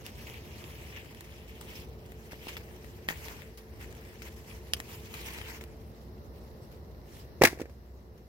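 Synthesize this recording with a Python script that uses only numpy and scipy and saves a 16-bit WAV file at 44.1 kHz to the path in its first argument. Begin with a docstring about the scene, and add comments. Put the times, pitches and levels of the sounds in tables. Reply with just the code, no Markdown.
"""A gloved hand picks bean pods from a garden vine, close to a phone. Glove and leaves crinkle in tiny
grains over a scratchy hiss; stems snap with a short ring, a crack and a knock of the pod. Then the
handful falls on a paper bag in a basket and bounces. Far traffic, a thin garden hiss and a machine's hum
lie behind. The lens motor ticks as the phone swings; its two microphones sit a few centimetres apart."""
import sys
import numpy as np
from scipy import signal
from scipy.fft import rfft, irfft, next_fast_len
from scipy.io import wavfile
from scipy.ndimage import uniform_filter1d, map_coordinates

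SR = 44100
rng = np.random.default_rng(int(sys.argv[2]) if len(sys.argv) > 2 else 0)


def inscribe(sig):
    """Save sig as 16-bit PCM at rate SR to the path in sys.argv[1].

    A 1-D sig is mono; a 2-D sig holds one channel per row.
    Samples are clipped to [-1, 1] before scaling.
    """
    pcm = np.round(np.clip(np.atleast_2d(sig).T, -1, 1) * 32767)
    wavfile.write(sys.argv[1], SR, pcm.astype(np.int16))


N = 365141


def amp(db):
    return 10 ** (np.asarray(db) / 20)


def unit(x):
    return x / np.sqrt(np.mean(x ** 2) + 1e-20)


def sine(hz, t, phase=0):
    return np.sin(2 * np.pi * hz * t + phase)


def decay(t, t60_s):
    return amp(-60 * t / t60_s)


def add(track, start_s, sound):
    track[..., round(start_s * SR):][..., :sound.shape[-1]] += sound


def along(points, hz):
    """Interpolate (freq_hz, value) points on a log axis."""
    freqs, values = np.transpose(points)
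    return np.interp(np.log(hz + 1), np.log(freqs + 1), values)


def curves(rows):
    """One value per sample for each column after time_s."""
    time_s, *columns = np.transpose(rows)
    return [np.interp(np.arange(N) / SR, time_s, column) for column in columns]


def wobble(rate_hz):
    """Smooth random curve, rate_hz knots a second."""
    knots = rng.standard_normal(int(N * 400 / SR) + 4)
    return map_coordinates(knots, [np.arange(N) * rate_hz / SR])


def filtered(x, response):
    """Apply a complex frequency response."""
    size = next_fast_len(N + 8192)
    return irfft(rfft(x, size) * response(np.fft.rfftfreq(size, 1 / SR)), size)[..., :N]


def noise(spectrum):
    """Coloured noise, rms 1."""
    return unit(filtered(rng.standard_normal(N), lambda hz: amp(along(spectrum, hz))))


def spread(shared, left, right, alike):
    """Two channels with a share of their power in common."""
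    return np.sqrt(alike) * shared + np.sqrt(1 - alike) * np.array([left, right])


def stereo_noise(spectrum, alike):
    return spread(noise(spectrum), noise(spectrum), noise(spectrum), alike)


def crinkle(pitch_hz, count=9000):
    """Dense, tiny damped grains scattered about a pitch."""
    place, strength, polarity = rng.random((count, 3)).T
    starts = (place * N).astype(int)
    hz = pitch_hz[starts] * np.exp(.17 * rng.standard_normal(count))
    size = amp(-2.5 * np.log(strength)) * np.sign(polarity - .5)
    offsets = np.arange(160)
    cycles = hz[:, None] * offsets / SR
    grains = size[:, None] * np.sin(2 * np.pi * cycles) * np.exp(-cycles / 2.2)
    grains *= 1 - np.exp(-cycles / .8)
    return unit(np.bincount((starts[:, None] + offsets).ravel(), grains.ravel(), N)[:N])


def scratches(per_s, t60_s, depth_db):
    """Envelope of random sharp onsets that die away."""
    onsets = (rng.random(N) < per_s / SR) * amp(depth_db * rng.uniform(-2, 2, N))
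    return signal.lfilter([1], [1, -decay(1 / SR, t60_s)], onsets)


def patchy(pair, depth_db):
    """Louder and softer patches over time and pitch, as one leaf after another sounds."""
    spectra = signal.stft(pair, nperseg=256)[2]
    field = uniform_filter1d(rng.standard_normal(spectra.shape[1:]), size=6, axis=0)
    field = uniform_filter1d(field, size=10, axis=1)
    return signal.istft(spectra * amp(depth_db * unit(field)), nperseg=256)[1][:, :N]


# hand among the leaves: time_s, crinkle_db, hiss_db, crinkle_pitch_hz
HAND_MOTION = [(0, -67, -58.5, 2600), (.5, -56.5, -55.5, 2600), (.85, -54.5, -52.5, 2600),
               (1.1, -61, -59.5, 2450), (1.4, -60.5, -60.5, 2650), (1.9, -69, -65, 2700),
               (2.3, -65.5, -58.5, 2200), (2.48, -57, -55, 2850), (2.65, -63, -58.5, 2200),
               (2.95, -67, -57, 2200), (3.15, -62, -64.5, 2200), (3.4, -57.5, -55, 2200),
               (3.58, -71.5, -65, 2100), (4.05, -61, -57.5, 2150), (4.68, -65.5, -59, 2250),
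               (5.05, -60, -52.5, 2700), (5.19, -50, -49, 2650), (5.56, -56, -48.5, 2100),
               (5.63, -62, -64, 2100), (5.92, -79, -64.5, 2185), (6.12, -91, -68.5, 2100),
               (7.38, -81.5, -70.5, 2000)]
# leaves flicked or let go: start_s, crinkle_db, hiss_db, t60_s
LEAF_FLICKS = [(.055, -65, -63, .11), (0.269, -32.5, -42, 0.037), (0.335, -43, -57, 0.11),
               (0.961, -47, -49, 0.078), (1.24, -68, -54, 0.14), (1.608, -58, -49, 0.11),
               (2.31, -44.5, -48, 0.069), (2.481, -38.5, -40, 0.12), (2.569, -51, -32.5, 0.035),
               (3.08, -46, -37, 0.073), (3.087, -40, -38.5, 0.21), (3.25, -55, -46.5, 0.11),
               (3.574, -57, -44.5, 0.12), (4.219, -56, -43, 0.081), (4.36, -79, -60, 0.4),
               (4.764, -48, -37.5, 0.047), (5.14, -49.5, -48, 0.22), (5.255, -49, -48, 0.2),
               (5.608, -54, -41, 0.059), (5.71, -70, -64, 0.11), (6.71, -82, -57, 0.29),
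               (7.914, -70.5, -69, 0.028), (7.985, -71, -80, .06), (8.175, -68, -59, 0.068)]
# strokes along a leaf: middle_s, length_s, crinkle_db, hiss_db
LEAF_STROKES = [(0.077, 0.078, -57, -54.5), (0.28, 0.27, -60, -58), (0.973, 0.13, -52, -78),
                (1.54, 0.2, -65, -68), (1.747, 0.26, -55, -53), (2.484, 0.24, -59.5, -65),
                (3.242, 0.29, -70, -52.5), (3.828, 0.071, -55, -55), (4.27, 0.062, -60, -53.5),
                (4.525, 0.14, -64, -55.5), (4.925, 0.1, -74, -52.5), (5.27, 0.05, -71, -54),
                (5.44, 0.32, -57, -68), (6.41, 0.25, -88, -72), (6.62, 0.3, -90, -73),
                (7.162, 0.22, -96, -57)]
# leaf hiss: freq_hz, density_db
LEAF_SPECTRUM = [(410, -42.5), (700, -11.5), (908, 1.5), (1390, -7.5), (1900, -2.5), (3040, -2),
                 (3690, -6.5), (5590, -5.5), (9280, -12.5), (12300, -8), (15600, -8.5)]


def rustle():
    """Glove and leaves crinkle in clumps over a leaf hiss; many leaves sound, so the channels differ."""
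    crinkle_db, hiss_db, pitch_hz = curves(HAND_MOTION)
    clumps = amp(1.3 * wobble(35))
    moves, t = np.zeros((2, N + SR)), np.arange(SR // 3) / SR  # rows: crinkle, hiss
    for start_s, *levels_db, t60_s in LEAF_FLICKS:
        add(moves, start_s, amp(np.c_[levels_db]) * decay(t, t60_s) * (1 - np.exp(-t / .004)))
    for middle_s, length_s, *levels_db in LEAF_STROKES:
        swell = signal.windows.tukey(round(length_s * SR), .65)
        add(moves, max(middle_s - length_s / 2, 0), amp(np.c_[levels_db]) * swell)
    glove = unit(clumps * spread(crinkle(pitch_hz), crinkle(pitch_hz), crinkle(pitch_hz), alike=.41))
    roughness = 1 + .3 * scratches(per_s=57, t60_s=.036, depth_db=4)
    leaves = unit(clumps * roughness * patchy(stereo_noise(LEAF_SPECTRUM, alike=.18), depth_db=2.5))
    return (amp(crinkle_db) + moves[0, :N]) * glove + (amp(hiss_db) + moves[1, :N]) * leaves


# far background: time_s, level_db
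BACKGROUND_LEVEL = [(0, -47.5), (.5, -48), (4.7, -48.5), (5.35, -47.5), (6, -48.5), (6.4, -48),
                    (6.9, -48.5), (7.55, -48.5), (7.75, -51), (8.28, -52)]
# traffic rumble: freq_hz, density_db
TRAFFIC_SPECTRUM = [(15, -64), (25, -51), (43, -17), (65, -2), (156, -12), (192, -15.5), (224, -13.5),
                    (295, -20.5), (356, -14), (408, -18), (437, -17), (575, -21), (1500, -35.5),
                    (1950, -61.5), (3300, -120)]
# traffic rumble: freq_hz, left_right_correlation
TRAFFIC_CORRELATION = [(40, .86), (90, .88), (200, .96), (550, .75), (1650, -.6)]


def traffic():
    """Broad far rumble, alike at both microphones only in the bass."""
    def mid_side_response(hz):
        angle = np.arccos(along(TRAFFIC_CORRELATION, hz)) / 2
        return amp(along(TRAFFIC_SPECTRUM, hz)) * [np.cos(angle), np.sin(angle)]

    level_db, = curves(BACKGROUND_LEVEL)
    mid, side = filtered(rng.standard_normal((2, N)), mid_side_response)
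    return amp(level_db + .9 * wobble(4.2)) * unit(np.array([mid + side, mid - side]))


# garden hiss: freq_hz, density_db
GARDEN_SPECTRUM = [(760, -48), (1300, -17), (1730, -2), (2080, -1.5), (2360, -18), (2790, -8.5),
                   (3040, -16), (3990, -8.5), (5760, -7.5), (6950, -38), (8940, -28.5), (13400, -7.5),
                   (15900, -18)]
# garden hiss: freq_hz, left_minus_right_db
GARDEN_BALANCE = [(1000, 3), (1900, 6), (2800, -3), (4200, -10), (4800, 4), (5800, 4), (7000, 1),
                  (9500, -5), (15000, -2)]


def garden_hiss(relative_db=-19):
    """Thin far hiss that follows the background level, coloured differently on each side."""
    level_db, = curves(BACKGROUND_LEVEL)
    gain = amp(level_db + relative_db + 1.4 * wobble(5))
    pair = np.array([noise(GARDEN_SPECTRUM), noise(GARDEN_SPECTRUM)])
    return gain * filtered(pair, lambda hz: amp([[.5], [-.5]] * along(GARDEN_BALANCE, hz)))


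# machine tones: pitch_hz, rms_db, waver_rad
HUM_TONES = [(61.5, -54, 1.6), (220.7, -64, .9), (355, -65, 2.5), (441, -59.5, .35)]
# upper machine tones: time_s, gain_db
OVERTONE_FADE = [(0, -3), (5.5, 1.5), (6.8, -5.5), (7.4, -16.5), (8.28, -9)]


def machine_hum():
    """A far machine's tones waver in level and phase; the upper ones fade late on."""
    t = np.arange(N) / SR
    base, *overtones = [np.sqrt(2) * amp(rms_db + .45 * wobble(3.6)) * sine(hz, t, waver_rad * wobble(9))
                        for hz, rms_db, waver_rad in HUM_TONES]
    fade_db, = curves(OVERTONE_FADE)
    return base + amp(fade_db) * sum(overtones)


# stems and tendrils breaking:
# start_s, level_db, pitch_hz, crack_re_ring_db, knock_re_ring_db, left_minus_right_db
STEM_BREAKS = [(0.0648, -30.5, 2830, -6.5, -21, -5), (.2991, -32, 3010, -14, -4, -2),
               (0.6411, -33, 2720, -20, -5, -11), (1.148, -39, 1920, -6.5, -22, .5),
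               (1.2081, -41.5, 1880, 6.5, -25, 0), (1.612, -47, 1900, 7, -14, 9),
               (2.062, -52, 2900, 2, -20, 0), (2.1201, -40, 1990, -4.5, 1, 4),
               (2.3326, -42, 1970, -10, 15, 2), (2.4699, -31.5, 3080, -16, 6, 2),
               (2.5683, -23.5, 2120, -19, -26, -0.5), (2.845, -46.5, 1890, -5.5, 4.5, 19),
               (3.0876, -12, 1920, -15, -12, 3), (3.101, -27, 1930, -5, -7, 2),
               (3.1072, -25, 1920, -28, 2.5, 0), (3.125, -33, 1740, -18, -10, -3),
               (3.2839, -28, 2130, -11.5, -2.5, 3), (3.4201, -37.5, 2080, -11, -5, 11),
               (3.5745, -48, 3120, 3, -14, 2), (3.9262, -40, 1850, -6, -11, 1.5),
               (3.951, -46, 3000, -2, -20, 0), (4.09, -45, 2500, -6, -20, 0),
               (4.152, -52, 2300, -13, -20, 2), (4.22, -30, 2340, -14, -14, 6),
               (4.7354, -6.5, 2970, -10.5, -18, 2), (4.8016, -24, 1940, -7.5, -2, 1),
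               (5.1408, -27.5, 2460, -12, -14, 3), (5.307, -35, 2660, -15, -14, -10),
               (5.3862, -29, 2160, -13, -2, 1), (5.4146, -28, 1950, -17.5, -6, 4),
               (5.4999, -39.5, 2400, -1, -7, 5), (5.611, -37, 2010, -16, -17, 13),
               (5.639, -38, 2720, -3, -14, 0)]


def stem_snaps(ring_cycles=1.87, hard_break_db=-51.5, echo_db=-23.5):
    """A break rings four stem modes, cracks fibres, knocks the pod and echoes among the leaves."""
    out, t = np.zeros((2, N + SR)), np.arange(SR // 12) / SR
    for start_s, level_db, hz, crack_db, knock_db, pan_db in STEM_BREAKS:
        modes = sine(hz, t) + .26 * sine(.69 * hz, t) + .4 * sine(1.26 * hz, t) + .46 * sine(1.6 * hz, t)
        ring = modes * np.exp(-t * hz / ring_cycles) * (1 - np.exp(-t * hz / .36))
        knock_hz = 497 + 14 * max(level_db - hard_break_db, 0)  # harder breaks knock higher
        knock = sine(knock_hz, t) * np.exp(-t * knock_hz / .48) + .22 * sine(290, t) * decay(t, .013)
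        fibres = spread(*rng.standard_normal((3, len(t))), alike=.4)
        crack = amp(crack_db) * fibres * (decay(t, .0079) + .4 * decay(t, .0032))
        foliage = rng.standard_normal((2, len(t))) * decay(t, .05)
        echo = signal.fftconvolve(foliage, .49 * ring + .52 * crack, axes=1)[:, :len(t)]
        snap = ring + amp(knock_db) * knock + crack + amp(echo_db) * echo
        add(out, start_s, amp(level_db) * snap * amp([[pan_db / 2], [-pan_db / 2]]))
    return out[:, :N]


def lens_motor(start_s=5.8155, end_s=7.06, steps_per_s=30, level_db=-53):
    """As the phone swings, its lens motor ticks faintly and unevenly beside the right microphone."""
    out, t = np.zeros((2, N)), np.arange(SR // 100) / SR
    tick = sine(3950, t) * decay(t, .0035) + amp(-4) * sine(2300, t) * decay(t, .003)
    for step_s in np.arange(start_s, end_s, 1 / steps_per_s):
        jitter, strength = rng.standard_normal(2)
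        add(out[1], step_s + .0012 * jitter, amp(level_db + 4 * strength) * tick)
    return out


# pods landing on the bag: start_s, thud_db, thud_hz, flap_db, crackle_db
POD_LANDINGS = [(7.4126, -1, 330, -33, -36), (7.4186, 7, 476, -17.5, -18), (7.4357, 6.5, 640, -20, -12),
                (7.441, 1, 306, -31, -37), (7.449, -5, 324, -12, -19), (7.451, -17, 400, -37, -15),
                (7.471, -13.5, 300, -26, -27), (7.521, -42.5, 398, -53, -61), (7.529, -15, 343, -54, -69),
                (7.574, -27, 470, -56, -69), (7.587, -33, 402, -46, -50), (7.598, -17.5, 452, -46, -49),
                (7.604, -21, 347, -63, -42), (7.615, -14, 294, -44.5, -43), (7.655, -25, 437, -51, -58),
                (7.696, -32, 500, -68, -56)]
# loose fold of the bag: freq_hz, density_db
FLAP_SPECTRUM = [(900, -67.5), (1300, -12), (2100, -1), (2800, -9), (3600, -59)]
# paper crackle: freq_hz, density_db
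CRACKLE_SPECTRUM = [(350, -41), (600, -9.5), (1350, -6.5), (2070, -0.5), (2830, -10.5), (3680, -9),
                    (4050, -9.5), (5260, -7.5), (9360, -16.5), (11300, -15), (16000, -13.5)]


def pod_drops(paper_t60_s=.037, low_cut_hz=60):
    """Each pod thumps bag and basket for a few low cycles; the paper flaps and crackles."""
    thuds, t = np.zeros(N + SR), np.arange(SR // 4) / SR
    paper = np.zeros((2, N + SR))  # rows: flap, crackle
    tails = np.array([[.025], [.04]]) * decay(t, .25)
    paper_envelope = (decay(t, paper_t60_s) + tails) * (1 - np.exp(-t / .001))
    for start_s, thud_db, hz, flap_db, crackle_db in POD_LANDINGS:
        push = sine(hz, t) + .45 * sine(1.7 * hz, t, 2 * np.pi * rng.random())
        boom = .16 * sine(150, t) * decay(t, .016)
        thud = (push * np.exp(-t * hz / .53) + boom) * (1 - np.exp(-t * hz / .5))
        add(thuds, start_s, -amp(thud_db) * thud)
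        add(paper, start_s, amp([[flap_db], [crackle_db]]) * paper_envelope)
    flap = paper[0, :N] * stereo_noise(FLAP_SPECTRUM, alike=.58)
    crackle = paper[1, :N] * amp(1.2 * wobble(390)) * stereo_noise(CRACKLE_SPECTRUM, alike=.25)
    wicker = spread(*rng.standard_normal((3, len(t))), alike=1) * decay(t, .15)
    thumps = thuds[:N] + amp(-36.5) * signal.fftconvolve(thuds[None], wicker, axes=1)[:, :N]
    # no deep bass from a small basket
    return filtered(thumps, lambda hz: (1j * hz / (low_cut_hz + 1j * hz)) ** 2) + flap + crackle


# delay between the microphones: time_s, left_lag_ms
PORT_LAG = [(0, 0.34), (1.5, 0.22), (3, 0.23), (5, 0.25), (5.8, 0.096), (6.6, -0.23), (7.2, 0.062),
            (8.28, 0.18)]
# port colouring of near sounds: freq_hz, left_minus_right_db
PORT_BALANCE = [(60, -1.5), (130, 0.5), (290, -5), (640, -2.5), (1410, 6.5), (3100, 1.5), (6820, -5.5),
                (15000, -3)]


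def microphone_ports(pair):
    """Near sound reaches one port later, by the angle of the phone; each port colours it."""
    lag_ms, = curves(PORT_LAG)
    side = np.array([[.5], [-.5]])
    positions = np.arange(N) - side * lag_ms * SR / 1000
    delayed = np.array([map_coordinates(channel, [at]) for channel, at in zip(pair, positions)])
    return filtered(delayed, lambda hz: amp(side * along(PORT_BALANCE, hz)))


def scene():
    near = microphone_ports(rustle() + stem_snaps() + pod_drops())
    return near + traffic() + garden_hiss() + machine_hum() + lens_motor()


def record(dry):
    """The phone keeps nothing above its band limit."""
    top_hz, edge_hz = 16050, 250
    return filtered(dry, lambda hz: np.clip((top_hz - hz) / edge_hz, 0, 1))


dry = scene()
out = record(dry)
inscribe(out)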